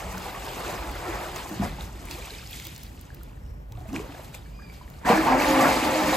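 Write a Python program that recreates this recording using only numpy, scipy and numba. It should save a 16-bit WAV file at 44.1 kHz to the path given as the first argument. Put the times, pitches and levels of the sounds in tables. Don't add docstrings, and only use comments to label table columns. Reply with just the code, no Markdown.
import sys
import numpy as np
from scipy import signal
from scipy.fft import rfft, irfft, next_fast_len
from scipy.io import wavfile
from scipy.ndimage import uniform_filter1d
from numba import njit

SR = 44100
rng = np.random.default_rng(int(sys.argv[2]) if len(sys.argv) > 2 else 0)


def boost(x):
    u = np.asarray(x, float) / 20
    return 10 ** u


def output_pcm(signal):
    pcm = np.clip(np.atleast_2d(signal).T, -1, 1) * 32767
    wavfile.write(sys.argv[1], SR, np.round(pcm).astype(np.int16))


N = 271849

# f/Hz, density/dB
YARD_COLOUR = [(22, -19.5), (40, 1.5), (55, 4), (140, -10), (250, -21.5), (500, -19.5), (1000, -27),
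               (1700, -32.5), (2700, -40), (4500, -53), (8000, -50.5), (16000, -45)]
YARD_DB = -39
# t/s, level/dB
YARD_SWELL = [(0.0, -37), (0.41, -44), (0.99, -40), (1.54, -44.5), (1.65, -36.5), (2.01, -42.5),
              (3.28, -43.5), (3.48, -39), (3.59, -42.5), (3.98, -38.5), (4.29, -48.5), (4.46, -37.5),
              (4.63, -44), (5.46, -39.5), (6.16, -43)]
# f/Hz, likeness [-1 to 1]
NEAR_LIKENESS = [(60, 0.9346), (130, 1), (290, 0.88), (640, 0.32), (1410, -0.081), (3100, 0.4),
                 (6820, -0.81), (15000, -0.38)]
FAR_LIKENESS = [(60, 0.99), (130, 0.93), (290, 0.5), (640, -0.89), (1410, -1), (3100, -0.35), (6820, -0.17),
                (15000, -0.19)]

# f/Hz, density/dB
WAKE_COLOUR = [(90, 0), (190, -2.5), (330, -4), (450, -7), (850, -4), (1600, -12), (2500, -12), (3200, -15),
               (4700, -17), (5700, -17.5), (7000, -9.5), (10000, -17), (12600, -14), (15800, -22)]
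# t/s, level/dB, brightness/dB
STIR = [(0.0, -36.5, -9), (.32, -38.5, -6.5), (.7, -32, -8.5), (.87, -36, -10), (1.225, -31, -11),
        (1.32, -38, -7.5), (1.55, -40, -5.5), (1.9, -48.5, -6.5), (2.2, -42, -3), (2.31, -48.5, 2.5),
        (2.48, -53, 3.5), (2.85, -55.5, 4), (2.9, -55, -1.5), (3.3, -57, -5.5), (3.45, -60, -7),
        (3.68, -66, -12), (3.8, -55.5, -13), (4.04, -44.5, -9.5), (4.21, -45.5, -6), (4.34, -54, -2.5),
        (4.55, -57, -5), (5.04, -52.5, -5)]
# t/s, peak level/dB, brightness/dB, time to fall 10 dB/s
SPLASHES = [(.24, -41, -3.5, 0.111), (1.37, -36.5, -5, 0.0799), (1.637, -30.5, -10.5, 0.064),
            (1.81, -41, -3.5, 0.0749), (2.12, -47.5, 5.5, 0.0527), (2.531, -53, 10, 0.115),
            (2.67, -59, 10.5, 0.12), (2.35, -53, 7, 0.05), (3.775, -54, -9, 0.2), (4.245, -52, 3, 0.01),
            (3.89, -47, -8, 0.05), (1.08, -34, -14, 0.04), (3.957, -36, -7.5, 0.04), (4.0, -43, -8, 0.03),
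            (4.349, -45, 3.5, 0.0228), (4.74, -58, 5, 0.06)]
# t/s, peak level/dB, time to fall 10 dB/s
HEAVES = [
    (.7, -42, 0.9),
    (1.15, -36, 0.02),
    (1.37, -39, -0.0017),
    (1.54, -35, 0.0594),
    (1.63, -27.5, 0.05),
    (1.87, -46, 0.6),
    (3.945, -33, 0.06),
]
RISE_SHARE = 0.45
SPRAY_BELOW_DB, BURST_SPRAY_BELOW_DB = -6, -5
SLOSH_DB, SLOSH_FOLLOWS = -49, 0.28
SPLASH_ABOVE_HZ = 2030

# t/s, peak level/dB, f/Hz, decay/cycles
GULPS = [(0.052, -38.5, 186.3, 54), (.13, -36, 182.3, 52), (1.083, -27, 333, 18), (1.51, -28, 309, 18),
         (1.512, -29.5, 195, 9.15), (1.596, -13.5, 205.4, 6), (1.612, -16, 206, 6), (1.622, -24.5, 700, 25),
         (1.635, -17.5, 69.14, 2.54), (1.69, -29.5, 56.4, 9.6), (2.141, -38, 356, 17),
         (2.185, -36, 500, 12), (2.24, -39, 635, 12), (2.318, -38, 430, 16), (2.3, -44, 1594, 27.16),
         (3.7064, -37, 115.5, 55.16), (3.775, -41, 718, 26), (3.81, -42, 733, 23.32),
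         (3.855, -39.5, 650, 27), (4.09, -35, 279.9, 14), (4.598, -47.5, 1602, 33),
         (4.62, -42, 1657, 19.62), (4.812, -37, 986, 14)]
# t/s, peak level/dB, f/Hz, decay/cycles
RISERS = [(1.785, -31, 810, 13.25), (3.71, -52.5, 740, 42.3), (3.885, -29.5, 200, 9.5),
          (3.928, -21.5, 265, 6.8), (3.948, -24.5, 327, 5.4), (3.966, -26, 305, 7.4), (3.98, -33, 380, 6.3),
          (3.998, -27, 400, 13), (4.04, -36, 470, 8), (4.145, -35.5, 670, 10), (4.193, -31, 600, 6.2),
          (4.59, -43, 1096, 21)]
# t/s, peak level/dB, f/Hz, decay/cycles
SUCKED = [(5.098, -9, 223, 5.3), (5.098, -14, 474, 30), (5.072, -13.5, 740, 18), (5.11, -12, 770, 22),
          (5.093, -12, 700, 12), (5.095, -22, 950, 20), (5.27, -15, 915, 28), (5.26, -21, 800, 22),
          (5.315, -19, 1020, 57), (5.32, -14.5, 760, 40), (5.35, -21.5, 745, 40), (5.31, -22, 505, 25),
          (5.585, -20, 805, 34), (5.6, -18, 1158, 45)]
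# t/s, peak level/dB, f/Hz, decay/cycles
POPS = [(2.11, -37, 2450, 30), (2.15, -38, 2400, 30), (2.222, -36, 2310, 27), (2.25, -36, 2480, 30),
        (2.27, -39, 2250, 30), (2.34, -39, 2260, 30), (2.287, -38, 4300, 9.1), (2.35, -34, 3800, 27.7),
        (2.474, -34, 5100, 16), (2.49, -44, 3100, 8), (2.6, -37, 3292, 10.64), (2.717, -48, 2300, 10),
        (2.755, -41, 4100, 12), (2.762, -38.5, 5770, 6.21), (2.79, -52, 2500, 10), (2.832, -37, 5200, 12.9),
        (2.873, -45, 3800, 8), (2.994, -35, 7200, 5.23), (3.013, -50, 5100, 8), (3.14, -47, 1559, 6.22),
        (3.17, -46, 2600, 10.53), (3.21, -53, 4250, 12), (3.215, -48, 1350, 15.26), (3.295, -49, 2433, 14),
        (3.33, -50, 2650, 12), (3.375, -53, 1680, 15.18), (3.462, -54, 2832, 20), (3.722, -47, 870, 15.2),
        (3.752, -44.5, 2700, 6.36), (3.755, -47, 1120, 14), (3.773, -41, 3500, 6.2), (3.857, -44, 1900, 6),
        (3.892, -43, 2490, 20), (3.9, -40, 1150, 10), (3.932, -31, 720, 5), (3.941, -32, 1030, 8.79),
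        (3.945, -32, 2800, 11), (3.955, -29, 1050, 6), (3.956, -31, 1600, 7), (3.992, -34, 1039, 11.18),
        (3.993, -41, 2700, 6), (4.122, -39, 1300, 5), (4.198, -42.5, 935.5, 12), (4.02, -36, 560, 6.7),
        (4.06, -38, 520, 8), (4.459, -48, 1680, 17.5), (4.62, -51, 1280, 12), (4.683, -58, 4150, 16),
        (4.71, -51, 2250, 10), (4.755, -45, 4470, 16), (4.755, -55, 3300, 12), (4.769, -47, 1800, 7),
        (4.832, -52, 3000, 20.47)]
# t/s, peak level/dB, f/Hz, decay/cycles
SPITS = [(5.05, -25, 1600, 15), (5.09, -6, 950, 4), (5.109, -1, 654, 3.2), (5.12, -7, 890, 4),
         (5.1292, 3, 900, 1.8), (5.128, -16, 195, 7.3), (5.388, -29, 4700, 30), (5.485, -30, 6550, 90),
         (5.51, -30, 6660, 90), (5.175, -19, 1690, 24), (5.24, -21, 1750, 15.54), (5.268, -18, 1412, 6.6),
         (5.374, -11, 1020, 3.2), (5.4, -19, 2210, 24.54), (5.41, -23, 1758, 12), (5.42, -21, 2550, 20.36),
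         (5.445, -15, 1840, 12), (5.447, -18, 2350, 12), (5.537, -22, 1290, 8), (5.59, -18, 825, 21.3),
         (5.63, -21, 1954, 30), (5.645, -18, 1340, 25.2), (5.652, -14, 1047, 19), (5.655, -17, 1630, 24),
         (5.69, -15, 747, 14), (5.71, -18, 830, 17.5), (5.73, -23, 2297, 25), (5.76, -23, 875, 20),
         (5.94, -17.5, 2000, 6.49), (5.98, -26, 2153, 18.46), (6.01, -20, 775, 14), (6.09, -24, 1850, 32),
         (6.13, -27, 1829, 27), (6.14, -19, 697, 10.86)]
GULP_RISE, RISER_RISE, SUCKED_RISE, POP_RISE, SPIT_RISE = 0.00063, 0.0117, .0007, 0.003804, 0.0018

# t/s, peak level/dB, level of the duller part/dB
TICKS = [(0.1247, -36, -52.5), (0.18, -36, -37), (0.9133, -35, -56), (1.361, -27, -33.5), (1.492, -34, -42),
         (2.0542, -35, -51.5), (2.111, -30, -32.5), (2.5098, -34.5, -46), (2.599, -38.5, -44),
         (2.6511, -30, -40), (2.669, -29, -38), (2.749, -38, -52), (2.762, -42, -41), (2.7789, -34.5, -52),
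         (2.834, -31, -46), (3.0115, -35, -55.5), (3.1464, -36, -50), (3.233, -35.5, -62.5),
         (3.722, -42, -47), (3.805, -55, -56), (3.8816, -46, -62.5), (3.93, -41.5, -47),
         (4.3435, -49, -50.5), (4.9007, -42.5, -52)]
# t/s, peak level/dB, f/Hz
DROPS = [(0.174, -25.5, 1460), (0.3514, -22, 1900), (0.9524, -27, 2020), (1.3595, -27, 1205),
         (1.8087, -24.5, 3760), (2.0732, -30, 2308), (2.0863, -27.5, 2308), (2.1112, -32, 2360),
         (2.3062, -24.5, 4108), (2.4155, -39.5, 3723), (2.4631, -30, 4520), (2.531, -24.5, 3352),
         (2.599, -28.5, 2172), (2.655, -28, 3230), (2.976, -38, 2703), (3.1035, -35, 1638),
         (3.2116, -37.5, 1357), (3.3723, -45, 1685), (3.7219, -41, 3221), (3.7709, -46, 1240),
         (3.932, -36, 2806), (3.9624, -16.5, 2411), (4.0955, -45.5, 1420), (4.122, -30, 2570),
         (4.149, -33, 1614), (4.3299, -41, 1495), (4.344, -30, 2376), (4.6992, -35, 2300),
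         (4.879, -39, 1874), (4.9397, -43, 4000)]

# t/s, level/dB
FAR_CHIRP = [
    (3.39, -95),
    (3.42, -71),
    (3.5, -68),
    (3.54, -73),
    (3.6, -73),
    (3.68, -85),
]
# t/s, f/Hz, level/dB
BIRD = [
    (4.44, 2290, -75),
    (4.47, 2280, -58),
    (4.51, 2380, -76),
    (4.545, 2440, -61),
    (4.61, 2435, -60),
    (4.655, 2405, -56),
    (4.69, 2310, -60),
    (4.76, 2230, -66),
    (4.82, 2240, -78),
]
BIRD_OCTAVE_DB, OCTAVE_FADE_DB_PER_HZ = -3.5, .035
BIRD_ECHO_S, BIRD_ECHO_DB = .065, -6

# t/s, level/dB, brightness/dB
FROTH = [(5.013, -48.5, -22), (5.041, -44.5, -14), (5.059, -23.5, -12.5), (5.095, -17, -13.5),
         (5.225, -25.5, -10), (5.3, -20, -14), (5.37, -21, -16), (5.415, -22, -7), (5.47, -22.5, -8),
         (5.53, -22, -9), (5.616, -18, -12.5), (5.67, -19, -11.5), (5.806, -24.5, -6), (5.92, -24.5, -8.5),
         (6.02, -24.5, -7.5), (6.1, -24, -6)]
# f/Hz, density/dB
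FROTH_COLOUR = [(100, -22), (200, -15.5), (310, -11.5), (410, -20.5), (530, -12), (770, -4), (1100, -9),
                (1500, -15), (2300, -12), (3100, -19), (4600, -19.5), (5700, -30.5), (6800, -30),
                (15800, -37)]
BOIL_CEILING_DB = -22.5
FROTH_SPRAY_DB, SPRAY_FOLLOWS = -17.5, 1
RIM_ECHO_S, RIM_ECHO_DB = .00685, -12.5
# t/s, f/Hz, level/dB, octave level/dB
FAST_BLADES = [(5.12, 307.8, -39, -30), (5.195, 318, -17.5, -35), (5.245, 324, -43, -43),
               (5.44, 297, -46, -32), (5.47, 299, -26.5, -42), (5.51, 308.6, -22, -46.5),
               (5.56, 317, -28, -47), (5.66, 322, -33, -49), (5.76, 312, -53, -39),
               (5.86, 311.5, -25.5, -42), (5.92, 310, -39, -39), (5.99, 310.8, -28, -36),
               (6.045, 309.8, -42, -36), (6.09, 309.7, -31, -40), (6.16, 308, -34, -36)]
SLOW_BLADES = [(5.28, 258.4, -46, -48), (5.31, 260, -28, -36), (5.345, 263, -22, -34),
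               (5.41, 266, -38, -39), (5.5, 270.3, -36, -30.5), (5.56, 270.3, -32, -29.5),
               (5.61, 271, -26.5, -23), (5.65, 273, -27, -35), (5.7, 272, -25, -31), (5.74, 267, -45, -29),
               (5.8, 265.6, -38.5, -53), (5.9, 264.7, -38, -39), (5.96, 264, -42, -31),
               (6.02, 264.4, -46, -43), (6.12, 265.3, -45, -35), (6.16, 265, -39, -32)]
BLADE_WAVER, BLADE_ROUGH_DB = .011, 3.4

# delay t/s, level/dB
WALL_ECHOES = [
    (.011, -24),
    (.019, -11),
    (.031, -9),
    (.047, -9),
]

IN_STEP_HZ, TURN_HZ, FOLLOWING = 6956.8, 5757, 0.38
# f/Hz, phase/rad
LOW_PHASE = [(500, 1), (1000, -1.19), (3800, -1.1323), (5500, 1), (6300, -0.12)]
# low f/Hz, high f/Hz
SUM_GAPS = [(9650, 10300), (15300, 16000)]
DIFFERENCE_GAPS = [(6500, 7450), (12400, 13200)]
# t/s, length/s
FILLED = [
    (0.157, 0.0475),
    (1.337, 0.0426),
    (2.051, 0.0662),
    (2.642, 0.0512),
    (2.74, 0.1784),
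    (3.872, 0.07),
    (4.89, 0.0588),
    (5.024, 0.02127),
    (5.444, 0.051),
]
RAGGED_HZ, TOP_HZ, LAST_HZ = 300, 15800, 16430


def rms_one(x):
    return x / np.sqrt(np.mean(x ** 2) + 1e-20)


def in_time(rows, silent=None):
    s, *columns = np.transpose(rows)
    return [np.interp(np.arange(N) / SR, s, c, left=silent, right=silent) for c in columns]


def at_hz(points, hz):
    f, value = np.array(points).T[:2]
    return np.interp(np.log(hz), np.log(f), value)


def drift(rate):
    r = np.exp(-80 * np.pi * rate / SR)
    slow = signal.lfilter([1], [1, -2 * r, r * r], rng.standard_normal(N // 40 + 2002))[2000:]
    return np.interp(np.arange(N) / 40, np.arange(len(slow)), rms_one(slow))


def banded_noise(colour, likeness, low_hz, high_hz, patchy_db, together_db):
    count = max(2, round(np.log2(high_hz / low_hz) / .4))
    edges = np.geomspace(low_hz, high_hz, count + 1)
    out, together, white = 0, drift(37.0), rng.standard_normal((2, 2, N))
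    for k, (low, high) in enumerate(zip(edges, edges[1:])):
        band = signal.butter(2, [low, high], "band", fs=SR, output="sos")
        mid, side = signal.sosfilt(band, white[k % 2])
        hz = np.sqrt(low * high)
        alike = np.clip(at_hz(likeness, hz), -1, 1)
        gain = boost(at_hz(colour, hz) + together_db * together + patchy_db * drift(11.3))
        out = out + gain * (np.sqrt(1 + alike) * mid + np.sqrt(1 - alike) * side * [[1], [-1]])
    return rms_one(out)


@njit
def bubble_tones(start, height, hz, cycles, rise, pan, lag, size, rate):
    out = np.zeros((2, size + 64))
    for e in range(len(start)):
        f, phase = hz[e], 0.0
        for i in range(max(start[e], 0), size):
            turns = phase / (2 * np.pi)
            if turns > 3 * cycles[e] or f > .45 * rate:
                break
            v = height[e] * np.sin(phase) * min(turns, 1.0) * np.exp(-2.3 * turns / cycles[e])
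            out[0, i + 8] += v * pan[e]
            out[1, i + 8 + lag[e]] += v / pan[e]
            phase += 2 * np.pi * f / rate
            f *= 1 + rise[e] * f / rate
    return out[:, 8:size + 8]


def bubbles(s, db, hz, cycles, rise, pan_db):
    lag = np.clip(np.round(pan_db * 0.42), -8, 8).astype(np.int64)
    start = (s * SR).astype(np.int64)
    return bubble_tones(start, boost(db), hz, cycles, rise, boost(pan_db / 2), lag, N, float(SR))


def swarm(colour, count, low_hz, high_hz, cycles, uneven_db):
    u = rng.random((count, 6))
    hz = low_hz * (high_hz / low_hz) ** u[:, 1]
    db = -uneven_db * np.log(u[:, 2] + 0.016) + at_hz(colour, hz) + 6 * np.log2(hz / low_hz)
    db += 2.3 * drift(18)[(u[:, 0] * N).astype(int)]
    s, rise, pan_db = u[:, 0] * N / SR, 0.003648 * u[:, 4], 5 * (u[:, 5] - .5)
    return rms_one(bubbles(s, db, hz, cycles * (.5 + u[:, 3]), rise, pan_db))


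def water(colour, gurgle_db, splash_db, spray_db, low_hz, bubbly, dense):
    def hiss(low, high, patchy_db, together_db):
        return banded_noise(colour, NEAR_LIKENESS, low, high, patchy_db, together_db)

    def mix(grains, noise, share):
        return np.sqrt(np.clip(share, 0, 1)) * grains + np.sqrt(np.clip(1 - share, 0, 1)) * noise

    gurgle = mix(swarm(colour, 5000 * dense, low_hz, 2800, cycles=22.4, uneven_db=2.5),
                 hiss(low_hz, 2764, patchy_db=1.0, together_db=0.94), bubbly)
    splash = mix(swarm(colour, 7000 * dense, 1300, 5432.0, cycles=21, uneven_db=2.5),
                 hiss(1270, 5110.0, patchy_db=1.5, together_db=0.95), 0.82 * bubbly)
    spray = mix(swarm(colour, 12000 * dense, 5326.3, 15632, cycles=1.8, uneven_db=2.5),
                hiss(5640.0, 15900, patchy_db=2.0, together_db=1.0), 0.85 * bubbly)
    gurgle = signal.sosfilt(signal.butter(3, SPLASH_ABOVE_HZ, "low", fs=SR, output="sos"), gurgle)
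    splash = signal.sosfilt(signal.butter(3, SPLASH_ABOVE_HZ, "high", fs=SR, output="sos"), splash)
    return boost(gurgle_db) * gurgle + boost(splash_db + 1.5) * splash + boost(spray_db + 4.5) * spray


def bursts(s, db, fall_s):
    late = (np.arange(N)[:, None] / SR - s) / fall_s
    return boost(2 * (db - 10 * np.maximum(late, -late / RISE_SHARE))).sum(axis=1)


def yard():
    rumble = banded_noise(YARD_COLOUR, FAR_LIKENESS, 31.6, 109.89, patchy_db=0.2, together_db=-2.0)
    drone_hz = 53 * (1 + 0.1144 * drift(5.76))
    drone = np.sqrt(2) * np.sin(2 * np.pi * np.cumsum(drone_hz) / SR)
    hiss = banded_noise(YARD_COLOUR, FAR_LIKENESS, 111.0, 17342, patchy_db=-1.0, together_db=1.4)
    low = boost(-0.5) * rumble + boost(-5.0) * drone
    return boost(in_time(YARD_SWELL)[0]) * low * boost([[-.55], [.55]]) + boost(YARD_DB - 10.8) * hiss


def wake():
    level_db, bright_db = in_time(STIR, silent=-120)
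    s, db, sharp_db, fall_s = np.transpose(SPLASHES)
    steady = level_db, level_db + bright_db, level_db + bright_db + SPRAY_BELOW_DB
    sudden = db, db + sharp_db, db + sharp_db + BURST_SPRAY_BELOW_DB
    upper = [10 * np.log10(boost(2 * a) + bursts(s, b, fall_s)) for a, b in zip(steady, sudden)]
    slosh_db = SLOSH_DB + SLOSH_FOLLOWS * (level_db + 48.0)
    heave = np.sqrt(boost(2 * slosh_db) + bursts(*np.transpose(HEAVES)))
    slosh = banded_noise(WAKE_COLOUR, NEAR_LIKENESS, 99.8, 330.0, patchy_db=4.5, together_db=-0.5977)
    washing = water(WAKE_COLOUR, *upper, low_hz=320, bubbly=.38, dense=1)
    return boost(-2.5) * heave * slosh + boost(-1.2) * washing


def gulps():
    kinds = GULPS, RISERS, SUCKED, POPS, SPITS
    s, db, hz, cycles = np.transpose(sum(kinds, []))
    rises = [GULP_RISE, RISER_RISE, SUCKED_RISE, POP_RISE, SPIT_RISE]
    rise = np.repeat(rises, [len(k) for k in kinds])
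    return bubbles(s, db, hz, np.maximum(cycles, 1), rise, 0 * s)


def ticks():
    s, bright_db, dull_db = np.transpose(TICKS)
    out, hiss = 0, rng.standard_normal(N)
    for db, edges_hz in ((bright_db + 5.5, [9000, 16400]), (dull_db + 11.5, [3500, 9000])):
        hits = np.zeros(N)
        hits[np.round(s * SR).astype(int)] = boost(db)
        decay = signal.lfilter([1], [1, -boost(-60 / (0.014 * SR))], hits)
        puff = 0.7257 * decay * hiss + 1.4 * hits
        out = out + signal.sosfilt(signal.butter(2, edges_hz, "band", fs=SR, output="sos"), puff)
    return out * np.ones((2, 1))


def drops():
    s, db, hz = np.transpose(DROPS)
    u = rng.random((len(s), 3))
    cycles, rise = 6.1 * (0.6926 + u[:, 0]), 0.00447 * u[:, 1]
    return bubbles(s, db - 2.0, hz, cycles, rise, 1.3 + 3 * u[:, 2])


def birds():
    band = signal.butter(2, [5250, 5650], "band", fs=SR, output="sos")
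    husk = signal.sosfilt(band, rng.standard_normal((2, N)))
    far = boost(in_time(FAR_CHIRP, silent=-140)[0]) * rms_one(husk)
    hz, db = in_time(BIRD)
    t = np.arange(N) / SR
    singing = np.clip(np.minimum(t - BIRD[0][0], BIRD[-1][0] - t) / 0.01114, 0, 1)
    phase = 2 * np.pi * np.cumsum(hz * (1 + 0.00298 * drift(57.75))) / SR
    husky = boost(3 * drift(45) - 1.5)
    octave_db = db + BIRD_OCTAVE_DB - OCTAVE_FADE_DB_PER_HZ * (hz.max() - hz)
    tone = boost(db) * np.sin(phase) + boost(octave_db) * np.sin(2 * phase)
    near = np.sqrt(2) * singing * husky * tone
    near = sum(boost(k * BIRD_ECHO_DB) * np.roll(near, round(k * BIRD_ECHO_S * SR)) for k in range(4))
    return near * boost([[-1.5], [1.5]]) + far


def blades(rows, rough):
    hz, db, octave_db = in_time(rows)
    phase = 2 * np.pi * np.cumsum(hz * (1 + BLADE_WAVER * drift(25.409))) / SR
    running = np.clip((np.arange(N) / SR - rows[0][0]) / 0.021, 0, 1)
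    tone = boost(db + rough * drift(20.0)) * np.sin(phase)
    octave = boost(octave_db + rough * drift(37.0)) * np.sin(2 * phase + 1)
    return np.sqrt(2) * running * (tone + octave)


def thrusters():
    level_db, bright_db = in_time(FROTH + [(N / SR, *FROTH[-1][1:])], silent=-120)
    spray_db = level_db + FROTH_SPRAY_DB + SPRAY_FOLLOWS * (bright_db + 9.5)
    levels = level_db, level_db + bright_db, spray_db
    boil = banded_noise(FROTH_COLOUR, NEAR_LIKENESS, 111.01, 509.0, patchy_db=1.2957, together_db=-1.5)
    boil = boost(np.minimum(level_db, BOIL_CEILING_DB) - 7.0) * boil
    slow = blades(SLOW_BLADES, rough=BLADE_ROUGH_DB) * boost([[.6], [-.6]])
    fast = blades(FAST_BLADES, rough=BLADE_ROUGH_DB) * boost([[-.6], [.6]])
    froth = boost(-1.4) * water(FROTH_COLOUR, *levels, low_hz=450, bubbly=.45, dense=2)
    echo = boost(RIM_ECHO_DB) * np.roll(froth, round(RIM_ECHO_S * SR), axis=1)
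    return froth + echo + boil + slow + fast


def walls(x):
    dull = signal.lfilter([.45, -.45], np.convolve([1, -.55], [1, -.96]), x.mean(axis=0))
    out = np.zeros((2, N))
    for k, (s, db) in enumerate(WALL_ECHOES):
        out[k % 2, round(s * SR):] += boost(db) * dull[:N - round(s * SR)]
    return out


def scene():
    near = gulps() + drops() + ticks() + birds()
    return near + walls(near) + wake() + thrusters() + yard()


def microphone_pair(dry):
    left, right = rfft(dry, next_fast_len(N))
    hz = np.arange(len(left)) * SR / next_fast_len(N)
    share = np.interp(hz, [400, 1000, 4500, 6300], [0, .35, .35, np.clip(FOLLOWING, 0, 1)])
    lead = at_hz(LOW_PHASE, hz + 1) + 2 * np.pi * np.maximum(hz - IN_STEP_HZ, 0) / TURN_HZ
    follows = np.sqrt(share) * np.exp(1j * lead) * left
    mixed = follows + np.sqrt(1 - share) * right * np.where(hz > IN_STEP_HZ, 1j, 1)
    power, mixed_power = (uniform_filter1d(abs(v) ** 2, size=2000) for v in (right, mixed))
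    return hz, left, mixed * np.sqrt(power / mixed_power)


def band_mask(hz, gaps, edge):
    below, above = edge
    spans = [(high if below is None else low + below, low if above is None else high + above)
             for low, high in gaps]
    return sum((hz > low) & (hz < np.minimum(high, TOP_HZ)) for low, high in spans)


def band_limit(x):
    return signal.sosfilt(signal.butter(12, 16500, fs=SR, output="sos"), x)


def record(dry):
    hz, left, right = microphone_pair(dry)
    both = np.array([left + right, left - right]) / 2 * (hz < LAST_HZ)
    t = np.arange(N) / SR
    at_tick = np.isin(np.arange(N), [round(row[0] * SR) for row in TICKS])
    snapping = uniform_filter1d(1. * at_tick, size=300) > 0
    filled = sum((t > s) & (t < s + d) for s, d in FILLED)
    calm = 1 - np.clip(filled + (uniform_filter1d(1. * snapping, size=700) > 0), 0, 1)
    out = irfft(both)[:, :N]
    out -= uniform_filter1d(1. 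- snapping, size=200) * irfft(both * (hz > TOP_HZ))[:, :N]
    for edge, chance in (((0, 0), 9), ((-RAGGED_HZ, None), -.2), ((None, RAGGED_HZ), -.2)):
        gate = uniform_filter1d(calm * (np.array([drift(9), drift(9)]) < chance) * 1., size=400)
        masks = [band_mask(hz, gaps, edge) for gaps in (SUM_GAPS, DIFFERENCE_GAPS)]
        out -= gate * irfft(both * masks)[:, :N]
    cut = signal.butter(2, 34, "high", fs=SR, output="sos")
    return band_limit(signal.sosfilt(cut, [out[0] + out[1], out[0] - out[1]]))


dry = scene()
out = record(dry)
output_pcm(out)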